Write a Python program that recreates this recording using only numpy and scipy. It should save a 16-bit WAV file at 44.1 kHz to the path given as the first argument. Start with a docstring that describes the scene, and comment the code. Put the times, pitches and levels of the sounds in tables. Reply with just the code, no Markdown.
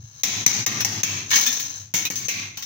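"""Knocking broken floor tiles loose

In a narrow outdoor passage, heavy knocks thud and crack, loose pieces clink, and one handful
clatters down in a spill of grit. The walls echo and boom near 100 Hz. A limiter turns the sound
down just ahead of each heavy knock and lets it swell back through the echo."""
import sys
import numpy as np
from scipy import signal
from scipy.fft import rfft, irfft, next_fast_len
from scipy.io import wavfile
from scipy.ndimage import uniform_filter1d, minimum_filter1d

SR = 44100
rng = np.random.default_rng(int(sys.argv[2]) if len(sys.argv) > 2 else 0)


def put_to_file(sound):
    """Save the sound as 16-bit audio at rate SR, in the file named by the first command-line argument."""
    columns = np.atleast_2d(sound).T  # one column per channel
    safe = np.clip(columns, -1, 1)
    whole_steps = np.round(safe * 32767)
    wavfile.write(sys.argv[1], SR, whole_steps.astype(np.int16))


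N = 116865
T = np.arange(SR) / SR  # one second of time, for single sounds
SCENE_T = np.arange(N) / SR

# How alike left and right sound: (pitch [Hz], likeness [1 same, 0 unrelated, -1 opposite])
STEREO_LIKENESS = [(100, 1), (200, 0.99), (350, 0.81), (700, 0.37), (1200, -0.44), (2500, 0.11), (6000, 0)]


def from_db(db):
    """Turn decibels into a number to multiply by."""
    return 10 ** (np.asarray(db) / 20)


def at_hz(points, hz):
    """Read between a table's rows, with every octave equally wide."""
    f, value = np.transpose(points)
    return np.interp(np.log(np.maximum(hz, 1)), np.log(f), value)


def band(x, low_hz, high_hz):
    """Keep the sound between two pitches."""
    sections = signal.butter(2, [low_hz, high_hz], "band", fs=SR, output="sos")
    return signal.sosfilt(sections, x + 1e-18)


def tint(x, db_at):
    """Change the tone: turn each pitch up or down by db_at(hz) decibels."""
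    size = 2 * next_fast_len(x.shape[-1])
    hz = np.linspace(0, SR / 2, size // 2 + 1)
    cepstrum = irfft(np.log(from_db(db_at(hz))))
    # Folding this in half makes the filter ring after a sound, never before it.
    cepstrum[1:size // 2] *= 2
    cepstrum[size // 2 + 1:] = 0
    return irfft(rfft(x, size) * np.exp(rfft(cepstrum)))[..., :x.shape[-1]]


def shelves(hz, bass_db, treble_db, bass_hz=900, treble_hz=4800):
    """The change in dB from a bass knob and a treble knob."""
    return bass_db / (1 + (hz / bass_hz) ** 2) + treble_db * (1 - 1 / (1 + (hz / treble_hz) ** 8))


def add(out, start_s, sound):
    """Mix a sound in at its start time."""
    start = int(start_s * SR)
    out[:, start:start + sound.shape[1]] += sound[:, :N - start]


def unit_energy(x):
    """Scale each channel to energy 1."""
    return x / np.sqrt(np.sum(x ** 2, axis=-1, keepdims=True))


def air(level_db=-42):
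    """Steady outdoor noise, strongest at the low pitch where the passage booms."""
    # Tone of the air: (pitch [Hz], level [dB])
    tone = [(25, -7), (60, 11), (85, -10.5), (101, 22.5), (130, 16.5), (200, 3.5), (400, -9.5), (1000, -12),
            (2000, -18.5), (6000, -16), (16000, -34)]
    middle, side = rng.standard_normal((2, N + SR))
    side = tint(side, lambda hz: 10 * np.log10(1 - np.clip(at_hz(STEREO_LIKENESS, hz), 0, .999)))
    stereo = (middle + side * [[1], [-1]]) / np.sqrt(2)
    return tint(stereo, lambda hz: level_db + at_hz(tone, hz))[:, SR:]


def drone():
    """A low hum between the walls swells and fades."""
    # Loudness of the hum: (time [s], level [dB])
    swell = [(0, -37.5), (.06, -37.5), (.1, -55), (.6, -36), (1.1, -45), (1.499, -60), (1.83, -44.5),
             (2.0, -52), (2.65, -52)]
    hum = band(rng.standard_normal(N + SR), low_hz=91, high_hz=120)[SR:]
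    return unit_energy(hum) * np.sqrt(N) * from_db(np.interp(SCENE_T, *np.transpose(swell)))


def wall_echo(build_s=0.002, lumpy_db=1):
    """Sound bounces between the walls in an uneven echo whose low notes last longest."""
    # Length of the echo: (pitch [Hz], time to fade by 60 dB [s])
    fade_times = [(100, 0.95), (250, 0.64), (800, 0.54), (2500, 0.51), (6000, 0.45), (15000, 0.34)]
    hz = np.arange(SR // 2 + 1)
    middle, side = rfft(rng.standard_normal((2, SR)))
    alike = np.clip(at_hz(STEREO_LIKENESS, hz), -1, 1)
    stereo = np.sqrt((1 + alike) / 2) * middle + np.sqrt((1 - alike) / 2) * side * [[1], [-1]]
    edges_hz = [0, 135, 400, 1400, 4500, 9000, SR / 2]
    echo = 0
    for low, high in zip(edges_hz, edges_hz[1:]):
        fade = from_db(-60 * T / at_hz(fade_times, (low + high) / 2))
        echo = echo + irfft(stereo * (hz >= low) * (hz < high)) * fade
    lumps = np.interp(T, np.linspace(0, 1, 400), rng.standard_normal(400))
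    return echo * from_db(lumpy_db * lumps) * (1 - np.exp(-T / build_s))


def crunch(decay_s, slap_s=0.0135, slap_db=-11):
    """A brittle hit: a dying burst of tiny breaks, and its slap back off the near wall."""
    burst = rng.standard_normal((2, SR)) * np.exp(-np.minimum(T / decay_s, 50))
    slap = np.array([np.interp(T - slap_s, T, side, left=0) for side in burst])
    return burst + from_db(slap_db) * slap


def piece_tone(spacing_hz=70.4, spread_db=3.5):
    """Each broken piece favours its own random pitches: (pitch [Hz], level [dB])."""
    hz = np.arange(1, 400) * spacing_hz + 500
    level_db = spread_db * (rng.standard_normal(len(hz)) - .3) * (hz > hz[0])
    return np.column_stack([hz, level_db])


def grit(grains_per_s=900, spread_db=2, echo_db=-23):
    """Chips and crumbs of mortar tick at random as they slide."""
    # Loudness of the sliding grit: (time [s], level [dB])
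    trickle = [(0, -49.5), (.04, -45), (.12, -45.5), (.19, -40.5), (.3, -35.5), (1.28, -38.5),
               (1.348, -12.5), (1.47, -22.5), (1.58, -25), (1.70, -31), (1.822, -35), (1.91, -59.5),
               (2.4, -45), (2.65, -48)]
    # Tone of the grit: (pitch [Hz], level [dB])
    tone = [(100, -17.5), (1500, -4.5), (4000, -2.5), (6000, 1.5), (16000, -5.5)]
    sizes = from_db(spread_db * np.minimum(rng.exponential(1, N), 3)) * rng.choice([-1, 1], N)
    lands = rng.random(N) < grains_per_s / SR
    ticks = unit_energy(sizes * lands) * np.sqrt(N)
    ticks *= from_db(np.interp(SCENE_T, *np.transpose(trickle)))
    one_grain = unit_energy(crunch(decay_s=0.002) + from_db(echo_db) * wall_echo())
    grains = signal.fftconvolve(ticks[None], one_grain, axes=1)[:, :N]
    return tint(grains, lambda hz: at_hz(tone, hz))


def clinks(ring_s=0.099, echo_db=-8.5):
    """Loose pieces land: each crunches and rings at two pitches, and the walls echo both."""
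    # Pieces landing: (time [s], level [dB], first pitch [Hz], second pitch [Hz],
    # ring [dB], bass [dB], treble [dB])
    landings = [(0.805, -12, 2520, 5640, -4.5, 8, 4.5), (1.305, -18, 1890, 2420, 1.5, -17, 1.5),
                (1.313, -14, 1810, 2246, 1.5, -3, -0.5), (1.331, -10, 1743, 1920, -13, -4.5, -6),
                (1.358, -14, 2232, 3135, -3.5, 6, 5.5), (1.410, -23.5, 4717, 6540, -35, -18, 12),
                (1.464, -16.5, 2496, 3580, -4.5, 3.5, 6.5), (1.477, -25.5, 264, 1833, 0, 1.5, 3),
                (1.528, -29, 5550, 6240, -4, -13, 11), (1.598, -23, 297, 2495, -1.5, -1.5, 6),
                (2.052, -16, 2520, 3954, -1.5, -9, 0), (2.1559, -11, 6260, 7080, -5, -20, 7.5),
                (2.572, -27.5, 1093, 3126, -6, 6.5, 5), (2.624, -28, 2270, 5810, -4.5, -5, 5)]
    # Tone shared by all the pieces: (pitch [Hz], level [dB])
    tone = [(50, -18), (110, -15.5), (220, 1), (500, -15), (900, -3.5), (1800, 2.5), (3500, 7.5),
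            (6500, -2), (16000, 5.5)]
    out = np.zeros((2, N))
    for start_s, level_db, first_hz, second_hz, ring_db, bass_db, treble_db in landings:
        notes = sum(np.sin(2 * np.pi * hz * T) for hz in (first_hz, second_hz))
        notes *= from_db(-60 * T / ring_s)
        hit = crunch(decay_s=0.011) + from_db(echo_db) * wall_echo()
        ring = signal.fftconvolve(hit, unit_energy(notes)[None], axes=1)[:, :SR]
        clink = hit + from_db(ring_db - 5.5) * ring
        piece = piece_tone()
        clink = tint(clink, lambda hz: at_hz(tone, hz) + at_hz(piece, hz)
                     + shelves(hz, bass_db, treble_db))
        add(out, start_s, from_db(level_db) * clink)
    return out


def knocks(thud_s=0.0025, ring_db=8, ring_width_hz=136,
           duck_pulse_hz=516, duck_pulse_s=0.028, duck_pulse_db=-30.5):
    """Each knock thuds, cracks and leaves an echo with the tile's tone."""
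    # Heavy knocks: (time [s], force [dB], thud [dB], crack [dB], crack decay [s], echo [dB],
    # bass [dB], treble [dB], ring pitch [Hz]); force adds to thud, crack and echo.
    blows = [(0.2338, 22, -16, -10.5, 0.0079, -23.5, -5, 2, 2460),
             (0.4632, 13.7, -3, 1, 0.0028, -19, -3.5, 2.5, 2320),
             (.6630, 23.7, -7.5, -6, 0.0066, -22, 1.5, -0.5, 2120),
             (0.8478, 14.1, -2.5, -4.5, 0.0061, -19.5, 0.5, 3, 1890),
             (1.033, 15.5, -6.5, -6.5, 0.0062, -19.5, -5, -1, 2630),
             (1.9391, 6.7, -5, -11.5, 0.03, -21, -3.5, 2, 2230),
             (2.101, 22.6, -15.5, -21.5, 0.015, -33.5, 2.5, 5, 2270),
             (2.283, 18.6, -20, -17, 0.017, -25.5, -9, -2, 2370)]
    # Tone of the dull thud: (pitch [Hz], level [dB])
    thud_tone = [(50, -20.5), (180, 4), (310, -6.5), (400, -25), (660, -30.5), (820, -5.5), (1200, -14.5),
                 (3000, -22), (16000, -38)]
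    # Tone of the sharp crack: (pitch [Hz], level [dB])
    crack_tone = [(60, -20), (200, -5.5), (500, -18), (1200, -11.5), (2200, 0), (4500, -5), (6500, -2),
                  (16000, 1.5)]
    # Tone of the booming walls: (pitch [Hz], level [dB])
    echo_tone = [(35, -24), (75, -25.5), (101, 10.5), (130, 3.5), (210, 6.5), (330, 1.5), (520, -8),
                 (750, -1), (1350, -1), (2000, 2), (3200, 1), (4600, 0.5), (6500, -1.5), (16000, -2)]
    out = np.zeros((2, N))
    # A faint, short pulse in each knock makes the limiter turn the sound down.
    duck_pulse = from_db(duck_pulse_db - 60 * T / duck_pulse_s) * np.sin(2 * np.pi * duck_pulse_hz * T)
    for start_s, force_db, thud_db, crack_db, decay_s, echo_db, bass_db, treble_db, ring_hz in blows:
        piece = piece_tone()

        def tile_db(hz):
            """This tile's tone, with a peak where it rings."""
            peak = ring_db / (1 + ((hz - ring_hz) / ring_width_hz) ** 2)
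            return shelves(hz, bass_db, treble_db) + at_hz(piece, hz) + peak

        push = rng.standard_normal(SR) * T / thud_s * np.exp(1 - T / thud_s)
        thud = tint(push, lambda hz: thud_db + at_hz(thud_tone, hz))
        crack = tint(crunch(decay_s), lambda hz: crack_db + at_hz(crack_tone, hz) + tile_db(hz))
        echo = tint(wall_echo(), lambda hz: echo_db + at_hz(echo_tone, hz) + tile_db(hz))
        add(out, start_s, from_db(force_db) * (duck_pulse + thud + crack + echo))
    return out


def scene():
    """All the sounds in the passage together."""
    return knocks() + clinks() + grit() + air() + drone()


def limiter(x, limit_db=-36, look_ahead_s=0.0044, duck_s=0.02, recover_db_per_s=110):
    """Turn the sound down just before its low-middle pitches get loud, then steadily back up."""
    sensed = np.abs(band(x.mean(axis=0), low_hz=416.3, high_hz=638.7))
    over_db = np.maximum(20 * np.log10(sensed + 1e-9) - limit_db, 0)
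    climb_db = recover_db_per_s * SCENE_T
    gain = from_db(climb_db - np.maximum.accumulate(over_db + climb_db))
    held = minimum_filter1d(gain, int(SR * look_ahead_s) + 1)
    early = np.interp(SCENE_T + look_ahead_s + duck_s / 2, SCENE_T, held)
    return x * uniform_filter1d(np.minimum(gain, early), int(duck_s * SR))


def record(dry, cutoff_hz=16100):
    """Two microphone openings colour the sound; it is limited, clipped and loses its top treble."""
    # Tone of the left opening: (pitch [Hz], level [dB])
    left_tone = [(1000, -2.5), (2800, -5), (4700, -0.5), (5350, 3), (5800, 9), (6400, 13.5), (6900, 2),
                 (7600, -12), (9000, -23), (11000, -15.5), (13600, -20.5), (15200, 2), (16000, -12)]
    # Tone of the right opening: (pitch [Hz], level [dB])
    right_tone = [(1000, -3.5), (2600, -0.5), (4700, -3), (6300, 0.5), (7200, -1), (8200, -14.5),
                  (13500, -19.5), (15300, -8.5), (16000, -17)]
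    left = tint(dry[0], lambda hz: at_hz(left_tone, hz))
    right = tint(dry[1], lambda hz: at_hz(right_tone, hz))
    limited = limiter(np.array([left, right]))
    top_cut = signal.ellip(10, .3, 70, cutoff_hz, fs=SR, output="sos")
    return signal.sosfilt(top_cut, np.clip(limited, -1, 1))


dry = scene()
out = record(dry)
put_to_file(out)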